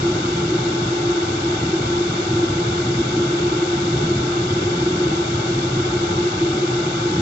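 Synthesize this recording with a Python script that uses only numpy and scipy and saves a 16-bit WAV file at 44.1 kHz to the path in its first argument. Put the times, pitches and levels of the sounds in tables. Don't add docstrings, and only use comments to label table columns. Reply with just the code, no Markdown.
import sys
import numpy as np
from scipy import signal
from scipy.fft import rfft, irfft
from scipy.io import wavfile

SR = 44100
rng = np.random.default_rng(int(sys.argv[2]) if len(sys.argv) > 2 else 0)


def waveform_to_disk(signal):
    frames = np.transpose(np.atleast_2d(signal))
    scaled = np.clip(frames, -1, 1) * 32767
    samples = np.round(scaled).astype(np.int16)
    wavfile.write(sys.argv[1], SR, samples)


N = 317948
TIME = np.arange(N) / SR
FREQS = np.fft.rfftfreq(N, 1 / SR)


def gain_of(db):
    return 10 ** (np.asarray(db) / 20)


def read(table, column=1):
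    rows = np.array(table, float)
    rows = rows[np.argsort(rows[:, 0])]
    return np.interp(np.log(FREQS + 1), np.log(rows[:, 0] + 1), rows[:, column])


def resonances(modes):
    power = 0
    for hz, width, db in modes:
        offset = 2 * (FREQS - hz) / width
        power = power + (gain_of(db) / (1 + offset ** 2)) ** 2
    return power


def turbulence(power):
    white = rfft(rng.standard_normal(N))
    return irfft(white * np.sqrt(power * SR / 2), N)


def eddies(rate_hz):
    shape = FREQS / (1 + (FREQS / rate_hz) ** 3)
    motion = irfft(rfft(rng.standard_normal(N)) * shape, N)
    return motion / motion.std()


def surge(motion, depth_db):
    gain = gain_of(depth_db * np.tanh(motion))
    return gain / np.sqrt(np.mean(gain ** 2))


def drifting(x, curve, span_s):
    window = signal.windows.hann(int(span_s * SR))
    weight = signal.fftconvolve(np.ones(N), window, "same")
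    power = signal.fftconvolve(x ** 2, window, "same") / weight
    t, level_db = np.transpose(curve)
    return x / np.sqrt(power + 1e-12) * gain_of(np.interp(TIME, t, level_db))


def low_pass(x, hz):
    taps = signal.firwin(2047, hz, window=("kaiser", 9), fs=SR)
    return signal.oaconvolve(x, taps, "same")


# f/Hz, level/dB per Hz
AIR_HISS = [(20, -81), (60, -74.5), (250, -61), (450, -60), (700, -63), (1500, -63.5), (1950, -69.5),
            (2600, -72), (3700, -66.5), (3850, -65), (6900, -68.5), (7550, -71.5), (8000, -84), (8250, -95)]
# f/Hz, width/Hz, level/dB per Hz
CASING_MODES = [(413.6, 12, -52), (425.7, 11, -51), (534, 42, -61), (591, 6.5, -53.5), (617, 9.1, -55),
                (644, 9, -54), (758, 47, -55), (853, 10, -55), (864, 11, -53.5), (887, 44, -55.5),
                (970, 5.1, -54), (998, 81, -57.5), (1100, 55, -59.5), (1210, 15, -60), (1242, 27, -57.5),
                (1365.5, 27, -57), (1425, 40, -65), (1508, 76, -63.5), (1713, 120, -61), (1835, 51, -65.5),
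                (2020, 19, -65.5), (2220, 190, -66), (2373, 38, -62.5), (2480, 70, -69.5),
                (2702, 52, -65.5), (2740, 37, -68), (3350, 64, -65.5), (3670, 14, -67.5)]
# f/Hz, left over right level/dB, likeness/0-1
MICROPHONES = [(465, -1, 0.99), (500, 4, .78), (580, 0, .88), (636, 6, 0), (700, 7, 0.3), (770, 5.5, 0.3),
               (810, 1, 0.8), (900, 5, .72), (953, 0, 0.95), (1064, -0.5, 1), (1080, 4, 0.57),
               (1190, -0.5, 1), (1300, 5.5, .76), (1380, -0.5, 0.95), (1630, 1, 0.96), (1770, -1.5, 1),
               (1850, 0, 1), (1980, -1.5, .96), (2350, 1.7, 0.94), (2500, 1, .9), (2660, -2, 1),
               (2900, 2.5, 1), (2980, -1.5, .95), (3260, -5.5, 0.95), (3570, -4, 0.83)]
# f/Hz, extra lead of the left microphone/radians
WAVE_BEND = [(380, -1.18), (480, -1.16), (530, -0.68), (610, 1.5), (720, -0.49), (810, 0), (890, 0.14),
             (940, -1), (995, -0.67), (1080, 0.75), (1170, -1.22), (1270, 0.97), (1350, -1.04), (1500, 0.7),
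             (1710, -0.86), (1840, 0.1), (2270, 0.24), (2410, 0.58), (2640, -.6), (2790, 0.66),
             (2990, -0.71), (3150, 0.31)]
LEFT_LAG_S, MONO_BELOW_HZ = 0.001395, 380


def rush():
    power = gain_of(read(AIR_HISS)) ** 2 + resonances(CASING_MODES)
    left = rfft(turbulence(power))
    scattered = rfft(turbulence(power))
    likeness = np.clip(read(MICROPHONES, column=2), 0, 1)
    lead = 2 * np.pi * FREQS * LEFT_LAG_S - read(WAVE_BEND)
    shared = likeness * left * np.exp(1j * lead)
    unlike = np.sqrt(1 - likeness ** 2) * scattered
    right = (shared + unlike) / gain_of(read(MICROPHONES))
    right = np.where(FREQS < MONO_BELOW_HZ, left, right)
    return irfft(np.array([left, right]), N)


# f/Hz, width/Hz, level/dB relative to each other
LENGTHWISE_MODES = [(34, 14, -70.5), (53.7, 13, -61), (69, 13, -53.5), (97.2, 22, -46.5)]
# f/Hz, width/Hz, level/dB relative to each other
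CROSSWISE_MODES = [(128.3, 28.5, -43.5), (164.6, 53, -48), (207, 11, -49.5), (249, 76, -55)]
# t/s, level/dB
DEEP_LEVEL = [(0.0, -34.4), (0.5, -35), (1.0, -39.5), (1.25, -32.8), (2.1, -36.5), (2.35, -32.5),
              (3.15, -35), (3.3, -38), (4.05, -31.5), (4.65, -33.9), (4.9, -37), (6.1, -32), (6.75, -43),
              (7.2, -32.5)]
# t/s, level/dB
BOOM_DRIFT = [(0.0, -26.5), (0.8, -25.5), (1.15, -31.5), (1.65, -26.5), (2.05, -28), (3.1, -24),
              (3.55, -29.5), (3.85, -24.2), (4.1, -22.5), (4.35, -29), (4.5, -25), (5.4, -27),
              (5.65, -23.5), (5.9, -27.5), (6.95, -27.5), (7.2, -24)]


def rumble(boom_db=-0.65, deep_span_s=0.8, boom_span_s=0.62, eddy_hz=5, deep_surge_db=4.0, boom_surge_db=3):
    flow = eddies(eddy_hz)
    deep = turbulence(resonances(LENGTHWISE_MODES)) * surge(flow, deep_surge_db)
    boom = turbulence(resonances(CROSSWISE_MODES)) * surge(flow, boom_surge_db)
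    deep = drifting(deep, DEEP_LEVEL, deep_span_s)
    boom = drifting(boom, BOOM_DRIFT, boom_span_s)
    return deep + gain_of(boom_db) * boom


# f/Hz, width/Hz, level/dB relative to each other and the tone
HUM_MODES = [(300.6, 12, -49.5), (330.6, 30, -41.5), (347.9, 12.3, -35), (365.1, 11, -40.5)]
# t/s, level/dB
HUM_DRIFT = [(0.0, -20), (0.4, -25.5), (0.55, -20), (0.75, -25), (1.15, -20.5), (1.3, -24), (2.05, -21.5),
             (2.2, -25.5), (2.45, -19), (2.65, -25), (3.05, -22.5), (3.2, -20.5), (4.45, -23.5), (5.1, -20),
             (5.25, -25.5), (6.55, -20.5), (7.0, -25.5), (7.2, -20)]
SHAFT_HZ, HUM_LEFT_DB = 47.0, 0.4


def hum(tone_hz=346.9, tone_db=-29, throb=0.17, span_s=0.33, flutter_hz=12, flutter_db=3.2):
    wave = np.sin(2 * np.pi * (tone_hz * TIME + rng.random()))
    tone = gain_of(tone_db) * np.sqrt(2) * wave
    turn = 1 + throb * np.sin(2 * np.pi * (SHAFT_HZ * TIME + rng.random()))
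    flutter = surge(eddies(flutter_hz), flutter_db)
    sound = (turbulence(resonances(HUM_MODES)) + tone) * turn * flutter
    sound = drifting(sound, HUM_DRIFT, span_s)
    return sound * gain_of([[HUM_LEFT_DB / 2], [-HUM_LEFT_DB / 2]])


def scene():
    return rush() + rumble() + hum()


RIGHT_EDGE_HZ, RIGHT_SHELF_HZ, RIGHT_HISS_HZ = 3760, 4600, 7580
EDGE_HZ = 8300


def record(dry, shelf_db=-31.5, hiss_db=-99.0, leak_db=-45):
    left, right = dry
    body = low_pass(right, RIGHT_EDGE_HZ)
    shelf = low_pass(right, RIGHT_SHELF_HZ) - body
    hiss = low_pass(turbulence(gain_of(hiss_db) ** 2), RIGHT_HISS_HZ)
    right = body + gain_of(shelf_db) * shelf + gain_of(leak_db) * right + hiss
    return np.array([low_pass(left, EDGE_HZ), low_pass(right, EDGE_HZ)])


dry = scene()
out = record(dry)
waveform_to_disk(out)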